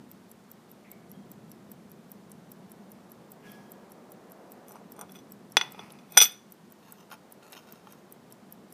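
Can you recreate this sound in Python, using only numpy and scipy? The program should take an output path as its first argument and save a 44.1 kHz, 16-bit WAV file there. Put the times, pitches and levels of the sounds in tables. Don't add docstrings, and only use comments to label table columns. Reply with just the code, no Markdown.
import sys
import numpy as np
from scipy import signal
from scipy.fft import rfft, irfft, next_fast_len
from scipy.io import wavfile
from scipy.ndimage import uniform_filter1d

SR = 44100
rng = np.random.default_rng(int(sys.argv[2]) if len(sys.argv) > 2 else 0)


def store_pcm(level_fs):
    pcm = np.round(np.clip(level_fs, -1, 1) * 32767).astype(np.int16)
    wavfile.write(sys.argv[1], SR, np.atleast_2d(pcm).T)


N = 385186

# frequency in Hz, level per Hz in dB (only the differences count).
ROOM_SPECTRUM = [(12, -60.5), (20, -36.5), (38, -31.5), (59, -24), (169, 0.5), (206, 5.5), (287, -7),
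                 (359, -6), (575, -13.5), (698, -13.5), (780, -16.5), (1060, -20.5), (2570, -35),
                 (13200, -45.5), (15200, -47)]
# time in seconds, hum level in dB, middle rumble level in dB.
ROOM_LEVELS = [(0.0, -52, -61), (.7, -55.5, -59.5), (1.15, -50.5, -57.5), (1.7, -50.5, -59.5),
               (3.2, -53, -56), (4.42, -56.5, -52), (5.3, -54.5, -57), (5.9, -52.5, -60),
               (6.399, -56.5, -62.5), (7.401, -58, -58.5), (8.73, -53, -59)]
HISS_DB = -64.5
# time from the lock in milliseconds, level against the lock in dB.
TICK_CONTACTS = [(-22, -24), (-14.5, -30), (-12.8, -19), (-7.8, -24), (-3, -29), (0, 0), (1.2, -4),
                 (17, -25), (21, -27)]
TOCK_CONTACTS = [(-20.3, -15), (-11.5, -16), (-3, -30), (0, 0), (1.5, -10), (21, -28)]
# frequency in Hz, level on a tick in dB, level on a tock in dB, time to fade by 60 dB in seconds.
WATCH_MODES = [(5480, -22, -14, .022), (5880, -23, -17, .022), (7550, -18, -11, .018),
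               (7950, -13, -14, .018), (8700, -24, -16, .014), (9450, -18, -12, .013),
               (10250, -13, -7, .012), (10850, -7, -1, .012), (11550, -8, 0, .012), (12400, -8, -5, .01),
               (12950, -7, -1, .011), (13450, 1, -5, .012), (14300, -4, -6, .011), (14980, -13, -15, .012),
               (15800, -4, -12, .008)]
FIRST_BEAT_S, BEAT_S = .1145, .200228
TICK_DB, TOCK_DB, BEAT_SCATTER_DB = -38.3, -43.2, 1.0
# start in seconds, frequency in Hz, level in dB, rise time constant in seconds,
# time to fade by 60 dB in seconds, spread of the band in Hz.
FAR_CHINKS = [(0.91, 2230, -62.5, 0.003, 0.6, 90), (0.84, 2200, -57, 0.0079, 0.46, 400),
              (1.13, 3250, -62, 0.015, 0.37, 60), (3.431, 1670, -51, 0.025, 1, 14),
              (3.42, 2250, -56.5, 0.014, 0.97, 750), (3.46, 3230, -61, .02, 0.94, 38),
              (3.46, 3430, -62, 0.024, 0.54, 38), (3.44, 5200, -63, 0.025, 1, 1100)]
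LID_MODES_HZ = np.array([410, 840, 1200, 1430, 2125, 2500, 2900, 3425, 3516, 4450, 5031, 5480, 5786, 5831, 5979, 6410, 7240, 7970, 8771, 8817, 9057, 10565, 12420, 13000, 13776, 14196])
# level in dB, time to fade by 60 dB in seconds when ringing freely.
LID_MODES = [(-7.5, 0.068), (-0.5, 0.029), (-5, 0.043), (0.5, 0.037), (-4, 0.037), (-2.5, 0.039),
             (-12, 0.046), (0.5, 0.076), (-11, 0.064), (-30, 0.01), (-10.5, 0.042), (-15.5, 0.033),
             (-10, 0.12), (-12, 0.15), (3.5, 0.088), (-20, .04), (-19.5, 0.05), (-17.5, 0.039), (0, 0.074),
             (-6.5, 0.14), (-11.5, 0.07), (-10, 0.11), (-4.5, 0.14), (-11.5, 0.055), (-5.5, 0.051),
             (-9, 0.16)]
# frequency in Hz, level in dB, time to fade by 60 dB
# in seconds when ringing freely.
PRESSED_LID_MODES = [(870, -2, 0.088), (1086, 8.5, 0.026), (1398, 4.5, 0.068), (1827, -5.5, 0.033),
                     (2410, -10, 0.027), (2735, -1, 0.035), (3140, 3, 0.067), (3726, 5, 0.036),
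                     (4290, 0, 0.059), (5304, 2, 0.051), (6070, 1.5, 0.047), (6500, 0, 0.055),
                     (6780, -1.5, .05), (9000, -9.5, 0.076), (9200, -2.5, 0.045), (10320, -2, 0.052),
                     (12420, -11, 0.057), (14150, -7, 0.048)]
PRESSED_FROM_S = 6.6
# loudest moment in seconds, rise in seconds, fall in seconds,
# level in dB, tilt in dB per octave, dryness in dB (the ring drops by this, the rub gains half of it),
# average catches per second.
LID_SLIDES = [(4.692, 0.028, 0.068, -71, 9, 6, 1300), (4.757, 0.027, .03, -67, -8, 11.5, 1720),
              (5.018, .06, .045, -64.5, -8.5, -1, 1800), (5.158, 0.097, .07, -63.5, -0.5, 1, 900),
              (5.624, 0.037, 0.098, -55, -4, 9, 6500), (5.8, 0.19, 0.33, -61, -5, 10, 8500),
              (6.164, 0.078, 0.011, -58, -1, -5, 3500), (6.174, 0.0038, 0.016, -17.5, 0, 2, 2350),
              (6.223, 0.026, 0.049, -25.5, 3.5, 2, 3900), (6.9, .14, 0.083, -65.5, -1.5, -1.5, 1450),
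              (7.0, 0.047, 0.07, -66.5, -1, -2.5, 1300), (7.129, .03, 0.03, -53.5, -2, -1.5, 900),
              (7.43, .012, 0.13, -61, -2, 1, 1000), (7.534, 0.019, 0.037, -53, -1.5, 1.5, 770),
              (7.576, 0.024, 0.028, -53.5, -1.5, -1, 1000), (7.7, 0.21, 0.24, -66.5, -1.5, -0.5, 1330),
              (7.9, .06, 0.15, -64, -0.5, 0.5, 1100)]
SLIDE_EDGE_DB = -19
# start in seconds, ring level in dB, centre of the ring in octaves above 1 kHz,
# thud level in dB, ring length (1 is free, less is damped by fingers), extra gain of the crack in dB.
LID_BLOWS = [(4.683, -51.5, 3.5, -50, .33, 12.5), (4.708, -55, 3.3, -39, 0.72, 1),
             (4.756, -56, 3.3, -43, 0.96, 8), (4.964, -58, 3.2, -53, 0.77, 8),
             (4.992, -43, 3.6, -33, .4, 2), (5.012, -36, 3.35, -35, .35, 6),
             (5.094, -46, 1.8, -43, 0.38, -6), (5.156, -43, 1.95, -43.5, 0.95, -14),
             (5.188, -48.5, 2.2, -57, 0.73, -3), (5.569, -3, 1.66, -13.5, .5, 9.5),
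             (5.612, -14, 1.49, -25.5, 0.5, 6.5), (5.746, -51.5, 1.6, -39, 0.78, 5),
             (5.793, -38.5, 1.77, -32, 0.63, -11), (5.904, -55.5, 2.05, -57, 0.36, 21),
             (5.988, -49.5, 1.97, -57, 0.72, 3), (6.17, -14.5, 1.66, -16, .5, 4),
             (6.174, -3, 2.6, -29.5, .9, -6), (6.177, -8.5, 2.2, -35, .5, -6),
             (6.188, -9.5, 2, -40, 0.82, -14), (6.203, -5.5, 2.23, -39, 0.8, -7),
             (6.214, -6.5, 2.32, -21.5, 0.82, 2), (6.215, -14.5, 3.8, -41.5, 1, -8.5),
             (6.222, -5, 2.4, -38, 0.37, -4), (6.232, -11, 2.2, -39, 0.36, -2),
             (6.241, -21.5, 2.6, -37, .55, 0), (6.255, -26, 1.9, -46, .55, 12),
             (6.889, -58.5, 3.9, -52, 0.59, -3.5), (6.926, -55, 4.1, -50, .7, 1.5),
             (7.001, -63, 2, -55, 0.49, -5), (7.116, -49, 1.9, -40, 0.45, -3.5),
             (7.129, -48, 1.37, -40, 0.97, -5), (7.426, -53.5, 1.2, -50.5, 0.72, -2),
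             (7.53, -44, 2.2, -57, .47, -6), (7.567, -43, 1.2, -53, 0.65, 1), (7.576, -50, 1.8, -65, .6, 0),
             (7.735, -56, 1.2, -53, 0.64, -2.5), (7.871, -50, 1.25, -43.5, 0.57, 4),
             (7.933, -58.5, 1.44, -54, 0.57, -6.5), (8.309, -61, 1.7, -55, 0.65, -3)]
BELOW_DB, ABOVE_DB, THUD_FALL_DB, THUD_HZ = 9.5, 17.5, 13.5, 874
TAIL_T60_S, TAIL_DB, TAIL_BEND_HZ = 0.31, -21.5, 4000
MIC_STEP_HZ, MIC_CUT_HZ = 15250, 16220


def undb(db):
    return 10 ** (np.asarray(db) / 20)


def unit(x):
    return x / np.sqrt(np.mean(x ** 2))


def fade(t60, seconds):
    t = np.arange(int(seconds * SR)) / SR
    return np.exp(-np.log(1000) * t / np.reshape(t60, (-1, 1)))


def ring(hz, db, t60, seconds):
    phase = 2 * np.pi * np.outer(hz, np.arange(int(seconds * SR)) / SR)
    strengths = undb(db) * rng.choice([-1, 1], len(hz))
    return strengths @ (np.sin(phase) * fade(t60, seconds))


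def colour(x, hz, db):
    size = next_fast_len(len(x) + 512)
    log_hz = np.log(np.arange(size // 2 + 1) * SR / size + 1)
    gain = undb(np.interp(log_hz, np.log(hz), db))
    return irfft(rfft(x, size) * gain, size)[:len(x)]


def add(out, s, x):
    start = int(s * SR)
    out[start:start + len(x)] += x[:max(N - start, 0)]


def walk(rate):
    hold = int(SR / rate)
    steps = np.repeat(rng.standard_normal(N // hold + 1), hold)
    return unit(uniform_filter1d(uniform_filter1d(steps, hold), hold)[:N])


def room_tone(flicker_db=1.0):
    s, hum_db, rumble_db = np.transpose(ROOM_LEVELS)
    noise = colour(rng.standard_normal(N), *np.transpose(ROOM_SPECTRUM))
    out = 0
    f = np.geomspace(200, 3500, 25)
    levels = (hum_db, rumble_db, HISS_DB + 0 * s)
    for share, db, flicker in zip(np.eye(3), levels, (1, .5, 0)):
        gain = np.interp(np.log(f), np.log([200, 700, 3500]), share) + 1e-4
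        zone = unit(colour(noise, f, 20 * np.log10(gain)))
        drift_db = np.interp(np.arange(N) / SR, s, db)
        out = out + zone * undb(drift_db + flicker * flicker_db * walk(4.0))
    return out


def watch(scatter_db=6.0, detune=0.0066, snap_db=-3):
    out = np.zeros(N)
    hz, tick_db, tock_db, t60 = np.transpose(WATCH_MODES)
    for beat, s in enumerate(np.arange(FIRST_BEAT_S, N / SR, BEAT_S)):
        if beat % 2:
            contacts, mode_db, lock_db = TOCK_CONTACTS, tock_db, TOCK_DB
        else:
            contacts, mode_db, lock_db = TICK_CONTACTS, tick_db, TICK_DB
        lock_db = lock_db + BEAT_SCATTER_DB * rng.standard_normal()
        for ms, against_lock_db in contacts:
            pitch_chance, level_chance = rng.standard_normal((2, len(hz)))
            struck_db = mode_db + scatter_db * level_chance
            excess = np.linalg.norm(undb(struck_db)) / np.linalg.norm(undb(mode_db))
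            struck_db = struck_db - 20 * np.log10(excess)
            body = ring(hz * (1 + detune * pitch_chance), struck_db, t60, .03)
            burst = rng.standard_normal(len(body)) * fade(.012, .03)[0]
            snap = colour(burst, [2500, *hz], [-50, *mode_db + snap_db])
            add(out, s + ms / 1000, undb(lock_db + against_lock_db) * (body + snap))
    return out


def chinks():
    out = np.zeros(N)
    for s, hz, db, rise, t60, spread in FAR_CHINKS:
        band_hz = hz + spread * np.array([-3, -1, 0, 1, 3])
        blur = colour(rng.standard_normal(SR // 2), band_hz, [-40, -6, 0, -6, -40])
        shape = fade(t60, .5)[0] * (1 - fade(7 * rise, .5)[0])
        add(out, s, undb(db) * unit(blur) * shape)
    return out


def lid_modes(s):
    if s > PRESSED_FROM_S:
        return np.transpose(PRESSED_LID_MODES)
    return (LID_MODES_HZ, *np.transpose(LID_MODES))


def lid_slides(spread_db=4.5, held=0.37, grip_db=5.0):
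    out = np.zeros(N)
    longest = SR // 2
    for s, rise, fall, top_db, tilt, dry_db, grip_per_s in LID_SLIDES:
        t = np.arange(-rise, fall, 1 / SR)
        db = top_db + SLIDE_EDGE_DB * np.where(t < 0, -t / rise, t / fall)
        knock_db = spread_db * np.minimum(rng.exponential(size=longest), 4)
        sizes = undb(knock_db) * rng.choice([-1, 1], longest)
        caught = rng.random(longest) < grip_per_s / SR
        slips = unit(caught * sizes)[:len(t)]
        hz, mode_db, t60 = lid_modes(s)
        mode_db = mode_db + grip_db * rng.standard_normal(len(hz))
        for k in range(-2, 3):
            near = np.round(np.log2(hz / 4000)) == k
            push = slips * undb(db[:longest] + k * tilt)
            body = ring(hz[near], mode_db[near], held * t60[near], .15)
            ringing = signal.fftconvolve(push / undb(dry_db), body / np.linalg.norm(body))
            edges_hz = [2800 * 2. 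** k, min(5600 * 2. ** k, 13500)]
            band = signal.butter(2, edges_hz, "band", fs=SR, output="sos")
            rub = signal.sosfilt(band, push * undb(dry_db / 2)) * 2 ** (1 - k / 2)
            add(out, s - rise, ringing)
            add(out, s - rise, rub)
    return out


def strength(hz, ring_db, centre, thud_db):
    off = np.log2(hz / 1000) - centre
    ringing = undb(ring_db + np.where(off < 0, BELOW_DB * off, -ABOVE_DB * off))
    thud = undb(thud_db - THUD_FALL_DB * np.maximum(np.log2(hz / THUD_HZ), 0))
    return 20 * np.log10(np.hypot(ringing, thud))


def lid_blows(crack_t60=0.017, rise_s=0.0017, scatter_db=2.0):
    out = np.zeros(N)
    f = np.geomspace(100, 16000, 30)
    for s, ring_db, centre, thud_db, free, crack_db in LID_BLOWS:
        hz, mode_db, t60 = lid_modes(s)
        db = mode_db + strength(hz, ring_db, centre, thud_db)
        db = db + scatter_db * rng.standard_normal(len(db))
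        body = ring(hz, db, t60 * np.clip(free, .1, 1), .3)
        burst = rng.standard_normal(len(body)) * fade(crack_t60, .3)[0]
        crack = colour(burst, f, strength(f, ring_db, centre, thud_db))
        build_up = 1 - fade(rise_s, .3)[0]
        add(out, s, body * build_up + undb(crack_db) * crack)
    return out


def room_tail(near):
    burst = rng.standard_normal(SR // 2) * fade(TAIL_T60_S, .5)[0]
    tail = colour(burst, [300, 1500, TAIL_BEND_HZ, 15000], [-4.5, 1.0, -1, -10.5])
    tail = np.concatenate([np.zeros(int(.004 * SR)), tail / np.linalg.norm(tail)])
    return undb(TAIL_DB) * signal.fftconvolve(near, tail)[:N]


def scene():
    no_bass = signal.butter(4, 300, "high", fs=SR, output="sos")
    near = signal.sosfilt(no_bass, watch() + lid_slides() + lid_blows())
    return (near + room_tail(near) + chinks() + room_tone())[None]


def record(dry):
    step = signal.ellip(6, .3, 26, MIC_STEP_HZ, fs=SR, output="sos")
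    cut = signal.ellip(10, .2, 80, MIC_CUT_HZ, fs=SR, output="sos")
    rounded = 0.86 * 1.41 * np.tanh(dry / 1.393)
    return signal.sosfilt(cut, signal.sosfilt(step, rounded))


dry = scene()
out = record(dry)
store_pcm(out)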